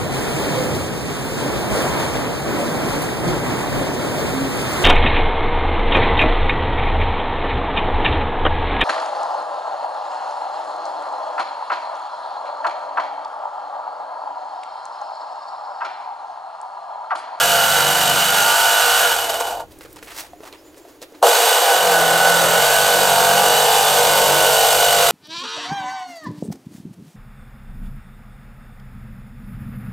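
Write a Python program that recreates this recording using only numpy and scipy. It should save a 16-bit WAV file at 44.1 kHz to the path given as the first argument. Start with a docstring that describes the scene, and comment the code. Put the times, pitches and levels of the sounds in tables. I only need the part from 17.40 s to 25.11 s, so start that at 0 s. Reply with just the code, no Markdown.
"""A jigsaw cuts a steel box clamped in a folding bench on a concrete drive.
Its teeth hammer the steel at about fifty strokes a second, so the box rings and the bench shakes.
The saw coasts to a stop, shoes and cable scuff and tap, faint birds chirp, then the saw bites again.
A low rumble fades in the pause and returns with the saw; far traffic and leaves lie behind it all."""
import sys
import numpy as np
from scipy import signal
from scipy.fft import rfft, irfft, next_fast_len
from scipy.io import wavfile
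from scipy.ndimage import uniform_filter1d

SR = 44100
rng = np.random.default_rng(int(sys.argv[2]) if len(sys.argv) > 2 else 0)


def int16_out(signal):
    """Quantize to a 16-bit WAV file."""
    q = np.round(np.clip(np.atleast_2d(signal).T, -1, 1) * 32767)
    wavfile.write(sys.argv[1], SR, q.astype(np.int16))


N = 340011
TIME = np.arange(N) / SR
RELEASE_S, STUCK_S, PRESS_S = 1.6, 2.206, 3.816  # trigger let go, blade sticks, trigger pressed again

# The two cuts. Each row: levels of the low boom, middle ring and high rasp in dB, drift of ring and
# of rasp in dB a second, hum level in dB, bench shake in dB, unevenness of stroke pairs from 0 to 1.
CUTS = [(-22, -21, -19, 0.46, 0.26, -40.5, -33.5, 0.38), (-17, -22.5, -19, -0.48, 0.31, -32.5, -34, 0.15)]


def saw(stroke):
    """Repeating tooth blows and random chips ring the box; the cutting half of a stroke is louder."""
    rate, share = blade_speed()
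    blows = teeth(stroke, count=200, jitter_s=3e-5, drift_strokes=26)
    chips = grains(per_s=14000, spread_db=1.5)
    force_db = 0.82 * np.cos(2 * np.pi * stroke) + .6 * wander(84) + 0.54 * wander(11)
    # Once the blade sticks, the blows die away and the box rings on.
    stuck_db = 324 * np.clip(TIME - STUCK_S, 0, 1) * (TIME < PRESS_S - .1)
    force = gain_of(force_db + bites_db(rate) - stuck_db)
    # Pushing harder or coasting shifts the balance of boom, ring and rasp.
    extra_speed, halvings = rate / share - 48, -np.log2(share)
    kick_db = 8 * after_restart(0.074)  # the jammed blade wrenches the box as it breaks free
    boom_change = -0.17 * extra_speed - 2 * halvings + kick_db
    ring_change = -0.16 * extra_speed - 11 * halvings
    rasp_change = 0.1447 * extra_speed - 10.5 * halvings
    chatter = after_restart(.6)  # the teeth run rough until the blade finds its groove
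    chip_shares = [usual + (.95 - usual) * chatter for usual in (0.57, .45, 0.76)]  # boom, ring, rasp
    hum = panel_hum(stroke, rate) * (share > .99)
    out = np.zeros(N)
    for cut, (span, elapsed) in enumerate(zip(cut_spans(0.014), (TIME, TIME - PRESS_S))):
        boom_db, ring_db, rasp_db, ring_drift, rasp_drift, hum_db, _, _ = CUTS[cut]
        even = three_bands(colour(blows * force, lambda hz: steel_box(hz, cut)), 1150, 2200)
        rough = three_bands(colour(chips * force, lambda hz: steel_box(hz, cut)), 1150, 2200)
        boom, ring, rasp = (np.sqrt(1 - mix ** 2) * tooth + mix * chip
                            for tooth, chip, mix in zip(even, rough, chip_shares))
        out += span * (gain_of(boom_db + boom_change) * boom
                       + gain_of(ring_db + ring_change + ring_drift * elapsed) * ring
                       + gain_of(rasp_db + rasp_change + rasp_drift * elapsed) * rasp
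                       + gain_of(hum_db) * hum)
    return out


def blade_speed():
    """Strokes a second, and the share of powered speed left while coasting or spinning up."""
    # Powered speed sags as the hand pushes harder. Each row: time in seconds, strokes a second.
    powered_speed = [(0, 50), (.35, 48.4), (.72, 47.6), (1.0, 50.2), (1.28, 53.3), (1.6, 52.9),
                     (4.06, 57.6), (4.25, 50.6), (4.55, 42.4), (4.65, 41.3), (4.88, 42.8), (5.05, 41.8),
                     (5.16, 43), (5.26, 50.3), (5.35, 50.2), (5.83, 45.5), (6.3, 50.1), (6.75, 47.6),
                     (7.04, 48.1), (7.17, 50.6), (7.35, 50.6), (7.71, 49.2)]
    coast_s, spin_up_s = .74, .05
    coasting = np.clip(1 - (TIME - RELEASE_S) / coast_s, .05, 1)  # friction slows the blade
    starting = 1 - .7 * np.exp(-np.clip(TIME - PRESS_S, 0, 1) / spin_up_s)
    share = np.where(TIME < PRESS_S, coasting, starting)
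    return over_time(powered_speed) * share, share


def teeth(stroke, count, jitter_s, drift_strokes):
    """The same teeth strike at the same points of each stroke, while their strength slowly drifts."""
    place = np.arange(600)[:, None] + rng.random(count)  # counted in strokes
    strength = uniform_filter1d(rng.standard_normal(place.shape), drift_strokes, axis=0)
    hit_s = np.interp(place, stroke, TIME) + jitter_s * rng.standard_normal(place.shape)
    reached = place < stroke[-1]
    hit_samples = np.clip(hit_s[reached] * SR, 0, N - 1).astype(int)
    return unit_level(np.bincount(hit_samples, strength[reached], N))


def bites_db(rate):
    """A slowing or starting blade catches for about one stroke and lets go around each catch."""
    # Separate bites. Each row: start in seconds, lift in dB.
    bites = [(1.784, 2), (1.852, 2), (1.894, 5.5), (1.941, 6), (1.999, 7), (2.069, 8), (2.11, 0.5),
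             (2.136, -0.5), (2.197, 8.5), (3.826, 22), (3.85, 1), (3.872, -2), (3.896, -1)]
    change_db = np.zeros(N)
    for start, lift_db in bites:
        strokes_since = np.clip(TIME - start, 0, 1) * np.interp(start, TIME, rate)
        catch = np.exp(-strokes_since) * (strokes_since > 0)
        let_go = 0.31 * (abs(TIME - start) < .04)
        change_db += lift_db * (catch - let_go)
    return change_db


def after_restart(fade_s):
    """Jumps to 1 when the trigger is pressed again, then fades."""
    return np.exp(-((TIME - PRESS_S) / fade_s) ** 2) * (TIME > PRESS_S)


def cut_spans(fade_s):
    """Two on-off curves: the first ends just before the restart, the second fades in from it."""
    return 1. * (TIME < PRESS_S - .1), np.clip((TIME - PRESS_S) / fade_s, 0, 1)


def steel_box(hz, cut):
    """How strongly the box answers each frequency; it is held differently in the two cuts."""
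    # Its ringing notes. Each row: pitch in Hz, width in Hz, level in dB in cut one, and in cut two.
    notes = [(340.6, 8, -27, -15.5), (480.5, 20.6, 0, 0), (698, 32, 5.5, -0.5), (798, 33, 2, -1.5),
             (908, 38, 0.5, -7.5), (1180, 10, -5.5, -9.5), (1426, 45, 1, -15), (1495, 32, 0, 0),
             (1658, 9.6, -1.5, -11.5), (2427, 28, -13.5, -16), (2945, 98, -4.5, -7), (2950, 13, -2, -14),
             (3534, 104, -15, -12), (3880, 27, -8.5, -9), (4520, 87, -12.5, -12), (5790, 31, -14, -17),
             (6370, 36, -10, -11), (7395, 65, -12.5, -12), (8190, 170, -19, -15), (8530, 250, -19, -20.5),
             (11800, 57, -14, -28.5)]
    # The sheet's broad answer between the notes. Each row: frequency in Hz, level in dB.
    sheet = [(200, -50), (300, -69), (420, -13), (600, -8), (1100, -11), (1900, -18), (3200, -17),
             (5200, -19.5), (8000, -19), (10000, -22.5), (12500, -18.5), (15000, -25.5), (16500, -34)]
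    note_power = sum(gain_of(levels[cut]) ** 2 / (1 + (2 * (hz - pitch) / width) ** 2)
                     for pitch, width, *levels in notes)
    bass_loss = np.sqrt(1 + (380 / (hz + 1)) ** 8)
    return np.sqrt(note_power + gain_of(at_hz(sheet, hz)) ** 2) / bass_loss


def panel_hum(stroke, rate):
    """A panel sings when 7 or 8 times the stroke rate crosses its own low note."""
    note_hz, width_hz = 335.6, 5.1
    hum = sum(np.sin(2 * np.pi * k * stroke) / (1 + (2 * (k * rate - note_hz) / width_hz) ** 2)
              for k in (7, 8))
    return hum * gain_of(2.0 * wander(3))


def bench_shake(stroke):
    """The bench drones at multiples of the stroke rate; strong-weak stroke pairs add tones between."""
    # How the bench passes on the shaking. Each row: frequency in Hz, relative level in dB.
    response = [(40, -33), (100, -9.5), (140, 0.5), (175, 6), (210, -7.5), (260, -7.5), (340, -36),
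                (400, -21)]
    rate, share = blade_speed()
    # It shakes most when hard pushing slows the blade, and takes up the shake slowly.
    loss_db = 0.39 * np.clip(rate / share - 45.65, 0, 20) ** 2
    loss_db += 30 * np.clip(TIME - RELEASE_S, 0, 2) * (TIME < PRESS_S)
    lag = np.exp(-1 / (.12 * SR))
    loss_db = np.maximum(loss_db, signal.lfilter([1 - lag], [1, -lag], loss_db))
    side_phase = np.array([[0], [1.1]])  # radians: left and right get the shake out of step
    out = np.zeros((2, N))
    for (*_, shake_db, unevenness), span in zip(CUTS, cut_spans(.1)):
        tones = np.zeros((2, N))
        for k in range(2, 16):  # steps of half the stroke rate
            level = gain_of(at_hz(response, k / 2 * rate) + 3.1 * wander(2.8))
            phase = np.pi * k * stroke + 2 * np.pi * rng.random() + side_phase
            tones += (unevenness if k % 2 else 1) * level * np.sin(phase)
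        buzz = np.array([shaped_noise(response, top_hz=420) for _ in range(2)])
        steady = tones / np.sqrt(uniform_filter1d(tones ** 2, 12000) + 1e-9)
        out += span * gain_of(shake_db - loss_db) * (steady + 0.36 * buzz)
    return out * gain_of([[-3], [4]])  # louder on the right


def scuffs():
    """Shoes and cable drag over concrete: dense clicks of grit swell and die away."""
    # Each row: loudest moment, rise time and fall time in seconds, level in dB,
    # brightness in dB per octave, scrape pitch in Hz.
    drags = [(2.32, .008, 0.014, -44.5, 4, 4000), (2.42, 0.0093, .035, -42.5, 2.5, 2000),
             (2.46, .008, .015, -45, -3, 1500), (2.51, .015, 0.042, -51, 2, 9000),
             (2.565, .005, 0.032, -43, -2, 6800), (2.632, .004, 0.025, -39, 3, 1500),
             (2.68, .006, .03, -40, -0.5, 2000), (2.718, 0.022, .022, -36, 0, 2000),
             (2.795, 0.024, 0.018, -25.5, 2.5, 4970), (2.85, .02, 0.03, -42, 0, 800),
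             (3.07, 0.033, .03, -39, -0.5, 900), (3.135, 0.0079, 0.038, -43, -3, 3000),
             (3.38, .015, 0.018, -46, 2, 8000), (3.49, .01, .015, -50, 1, 6000),
             (3.626, 0.0066, 0.017, -36.5, 0.5, 4000), (3.75, .011, .015, -46, -4, 3000)]
    # The tone of the grit. Each row: frequency in Hz, relative level in dB.
    grit_tone = [(150, -55), (250, -15.5), (342, -6), (519, -4), (557, -4), (618, -2), (2810, -8.5),
                 (3280, -10.5), (13000, -17), (16000, -19)]
    grit = grains(per_s=9000, spread_db=1.2) * gain_of(2.0 * wander(74))
    out = np.zeros(N)
    for crest, rise, fall, db, tilt_db, scrape_hz in drags:
        def drag_tone(hz):
            hump_db = 4 * np.exp(-(np.log2((hz + 1) / scrape_hz) / .5) ** 2)
            return gain_of(at_hz(grit_tone, hz) + tilt_db * np.log2((hz + 200) / 4000) + hump_db)
        part = slice(round((crest - .15) * SR), round((crest + .2) * SR))
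        t = TIME[part] - crest
        swell = np.exp(-np.where(t < 0, -t / rise, t / fall) ** 1.24)
        out[part] += gain_of(db) * unit_level(colour(grit[part], drag_tone)) * swell
    return out


def taps():
    """Cable, bench and switch tap: each tap is a noisy tick with a short low knock."""
    # Each row: start in seconds, relative tick level in dB, tick pitch in Hz,
    # knock level in dB, knock pitch in Hz.
    hits = [(2.3875, -32, 11900, -44, 344), (2.409, -27, 1770, -37, 520), (2.4497, -31, 1770, -33, 476),
            (2.5286, -30, 13200, -41, 347), (2.56, -32, 6700, -43.5, 334), (2.5885, -30, 1550, -38, 347),
            (2.6268, -24, 1560, -34, 460), (2.6724, -30, 1730, -40, 471), (2.9334, -42, 1510, -29.5, 710),
            (3.005, -38, 1500, -32, 434), (3.0344, -34, 2780, -33, 634), (3.126, -29, 3260, -43.5, 340),
            (3.344, -36, 1590, -47, 306), (3.3717, -37, 1530, -41, 520), (3.451, -41, 1670, -34, 690),
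            (3.6174, -28, 4650, -31, 543), (3.6256, -26, 4620, -30, 515), (3.722, -45, 5210, -35.5, 466),
            (3.749, -37, 1660, -46, 320)]
    out, t = np.zeros(N), np.arange(2000) / SR
    for start, tick_db, tick_hz, knock_db, knock_hz in hits:
        noise = rng.standard_normal(len(t))
        hiss = unit_level(colour(noise, lambda hz: 1 / (0.74 + np.log2((hz + 1) / tick_hz) ** 2)))
        tick = .5 * gain_of(tick_db) * hiss * (np.exp(-t / 0.003) + .6 * np.exp(-t / 0.00053))
        knock_fade = np.exp(-t / 0.0031) + 0.33 * np.exp(-t / 0.021)
        knock = gain_of(knock_db) * np.sin(2 * np.pi * knock_hz * t) * knock_fade
        out[round(start * SR):][:len(t)] += (tick + knock) * np.minimum(t / 0.00065, 1)
    return out


def birds():
    """Distant birds give thin, slightly rough whistles that slide up to their pitch and fade."""
    # Each row: start in seconds, length in seconds, pitch in Hz, level in dB.
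    chirps = [(2.89, .05, 6900, -58), (2.965, .045, 7200, -58), (3.175, .045, 5250, -53),
              (3.235, .09, 7130, -53), (3.35, .025, 5250, -60), (3.406, .045, 7480, -55)]
    waver, out = 1 + .006 * wander(150), np.zeros(N)
    for start, length, hz, db in chirps:
        t = np.clip(TIME - start, 0, length)
        pitch = hz * (1 - .18 * np.exp(-t / .007)) * waver
        swell = np.sqrt(abs(np.sin(np.pi * t / length))) * (t < length)
        out += swell * gain_of(db - 6 * t / length) * np.sin(2 * np.pi * np.cumsum(pitch) / SR)
    return out


def low_rumble():
    """A lumpy low rumble, alike on both sides in the deep bass and less so higher up."""
    # It fades in the pause and returns with the saw. Each row: time in seconds, level in dB.
    levels = [(0.0, -46.5), (2.3, -52), (3.7, -67), (4.05, -72), (4.44, -53), (5.2, -47), (7.71, -44.5)]
    # Its tone. Each row: frequency in Hz, relative level in dB.
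    tone = [(15, -6), (40, -4.5), (90, -3), (160, -10.5), (240, -11), (300, -37)]
    shared, other = (shaped_noise(tone, top_hz=320) * gain_of(1.7 * wander(5)) for _ in range(2))
    right_only = signal.sosfilt(signal.butter(2, 50, "high", fs=SR, output="sos"), other)
    sides = np.array([gain_of(0.5) * shared, gain_of(-1.0) * shared + right_only])
    return gain_of(over_time(levels)) * sides


def traffic_and_leaves():
    """Far traffic and leaves blend into a soft, wavering hiss."""
    # Each row: frequency in Hz, relative level in dB.
    tone = [(120, -61), (200, -40), (299, -3), (353, -8), (1320, -25), (5730, -33), (7140, -30),
            (7680, -37), (12500, -33), (16000, -34)]
    return gain_of(-48 + 1.4 * wander(9)) * shaped_noise(tone)


def stereo_width(sound):
    """Left and right are nearly alike, wider in the upper middle and the top treble."""
    # Each row: frequency in Hz, how alike left and right are from 0 to 1.
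    likeness = [(240, 0.79), (400, .99), (1200, 1), (1800, 0.75), (4300, 0.8), (4800, 0.91), (5700, 1),
                (9700, 1), (10000, .82), (14000, .6), (15000, 0.28)]
    # Each row: frequency in Hz, how far left runs ahead of right in radians.
    left_lead = [(300, -0.18), (1400, -0.052), (3000, .45), (4300, 0.44), (4900, 0), (16000, 0)]
    # Each row: frequency in Hz, left level minus right level in dB.
    balance = [(240, 0.5), (1200, 0), (1900, -4), (2800, -2.5), (4400, 0), (11500, 0), (15500, -1.5)]
    size = next_fast_len(N + 8192)
    hz = np.fft.rfftfreq(size, 1 / SR)
    echoes = rng.standard_normal(8000) * np.exp(-np.arange(8000) / SR / .035)
    angle = np.arccos(np.clip(at_hz(likeness, hz), -1, 1)) / 2
    shared = np.cos(angle)
    apart = np.sin(angle) * rfft(echoes / np.linalg.norm(echoes), size)
    to_left = np.exp(.5j * at_hz(left_lead, hz)) * gain_of(at_hz(balance, hz) / 2)
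    sides = np.array([(shared + apart) * to_left, (shared - apart) / to_left])
    return irfft(rfft(sound, size) * sides, size)[:, :N]


def gain_of(db):
    """Turns decibels into a number to multiply by."""
    return 10 ** (np.asarray(db) / 20)


def unit_level(x):
    """Scales a signal to an average power of 1."""
    return x / np.sqrt(np.mean(x ** 2) + 1e-20)


def at_hz(points, hz):
    """Reads between the rows of a frequency table, with octaves about evenly spaced."""
    frequencies, values = np.transpose(points)
    return np.interp(np.log(hz + 1), np.log(frequencies + 1), values)


def over_time(points):
    """Reads a table of times and values at every sample."""
    return np.interp(TIME, *np.transpose(points))


def colour(x, gain):
    """Filters x by gain(hz), so that ringing comes after each hit and never before it."""
    log_gain = np.log(np.maximum(gain(abs(np.fft.fftfreq(16384, 1 / SR))), 1e-5))
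    ringing = np.fft.ifft(np.exp(np.conj(signal.hilbert(log_gain)))).real[:6000]
    return signal.oaconvolve(x, ringing)[:len(x)]


def shaped_noise(tone, top_hz=np.inf):
    """Noise shaped by a frequency table and turned down 60 dB above top_hz."""
    noise = rng.standard_normal(N)
    return unit_level(colour(noise, lambda hz: gain_of(at_hz(tone, hz) - 60 * (hz > top_hz))))


def three_bands(x, low_hz, high_hz):
    """Splits a sound into low, middle and high parts of equal power."""
    low, below_high = (signal.sosfiltfilt(signal.butter(4, hz, fs=SR, output="sos"), x)
                       for hz in (low_hz, high_hz))
    return unit_level(low), unit_level(below_high - low), unit_level(x - below_high)


def wander(hz):
    """A smooth random curve that moves mostly slower than hz."""
    smoothed = uniform_filter1d(rng.standard_normal(N), int(SR / hz / 4) + 1)
    return unit_level(signal.lfilter([1], [1, -np.exp(-2 * np.pi * hz / SR)], smoothed))


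def grains(per_s, spread_db):
    """Clicks at random moments, a few of them larger."""
    size = gain_of(spread_db * np.minimum(rng.exponential(1, N), 5)) * rng.choice([-1., 1.], N)
    return unit_level(size * (rng.random(N) < per_s / SR))


def scene():
    """All the sounds together, left and right."""
    rate, _ = blade_speed()
    stroke = np.cumsum(rate) / SR  # strokes made so far
    sound = saw(stroke) + scuffs() + taps() + birds() + traffic_and_leaves()
    return stereo_width(sound) + bench_shake(stroke) + low_rumble()


def record(dry):
    """Quickly turns down loud passages, caps the peaks and removes the highest treble."""
    power_db = 10 * np.log10(abs(uniform_filter1d((dry ** 2).mean(0), 300)) + 1e-12)
    over_db = uniform_filter1d(np.maximum(power_db + 15, 0), 300)
    limited = np.clip(dry / gain_of(0.33 * over_db), -1, 1)
    treble_cut = signal.firwin(511, 15950, window=("kaiser", 9), fs=SR)
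    return signal.oaconvolve(limited, treble_cut[None], "same")


dry = scene()
out = record(dry)
int16_out(out)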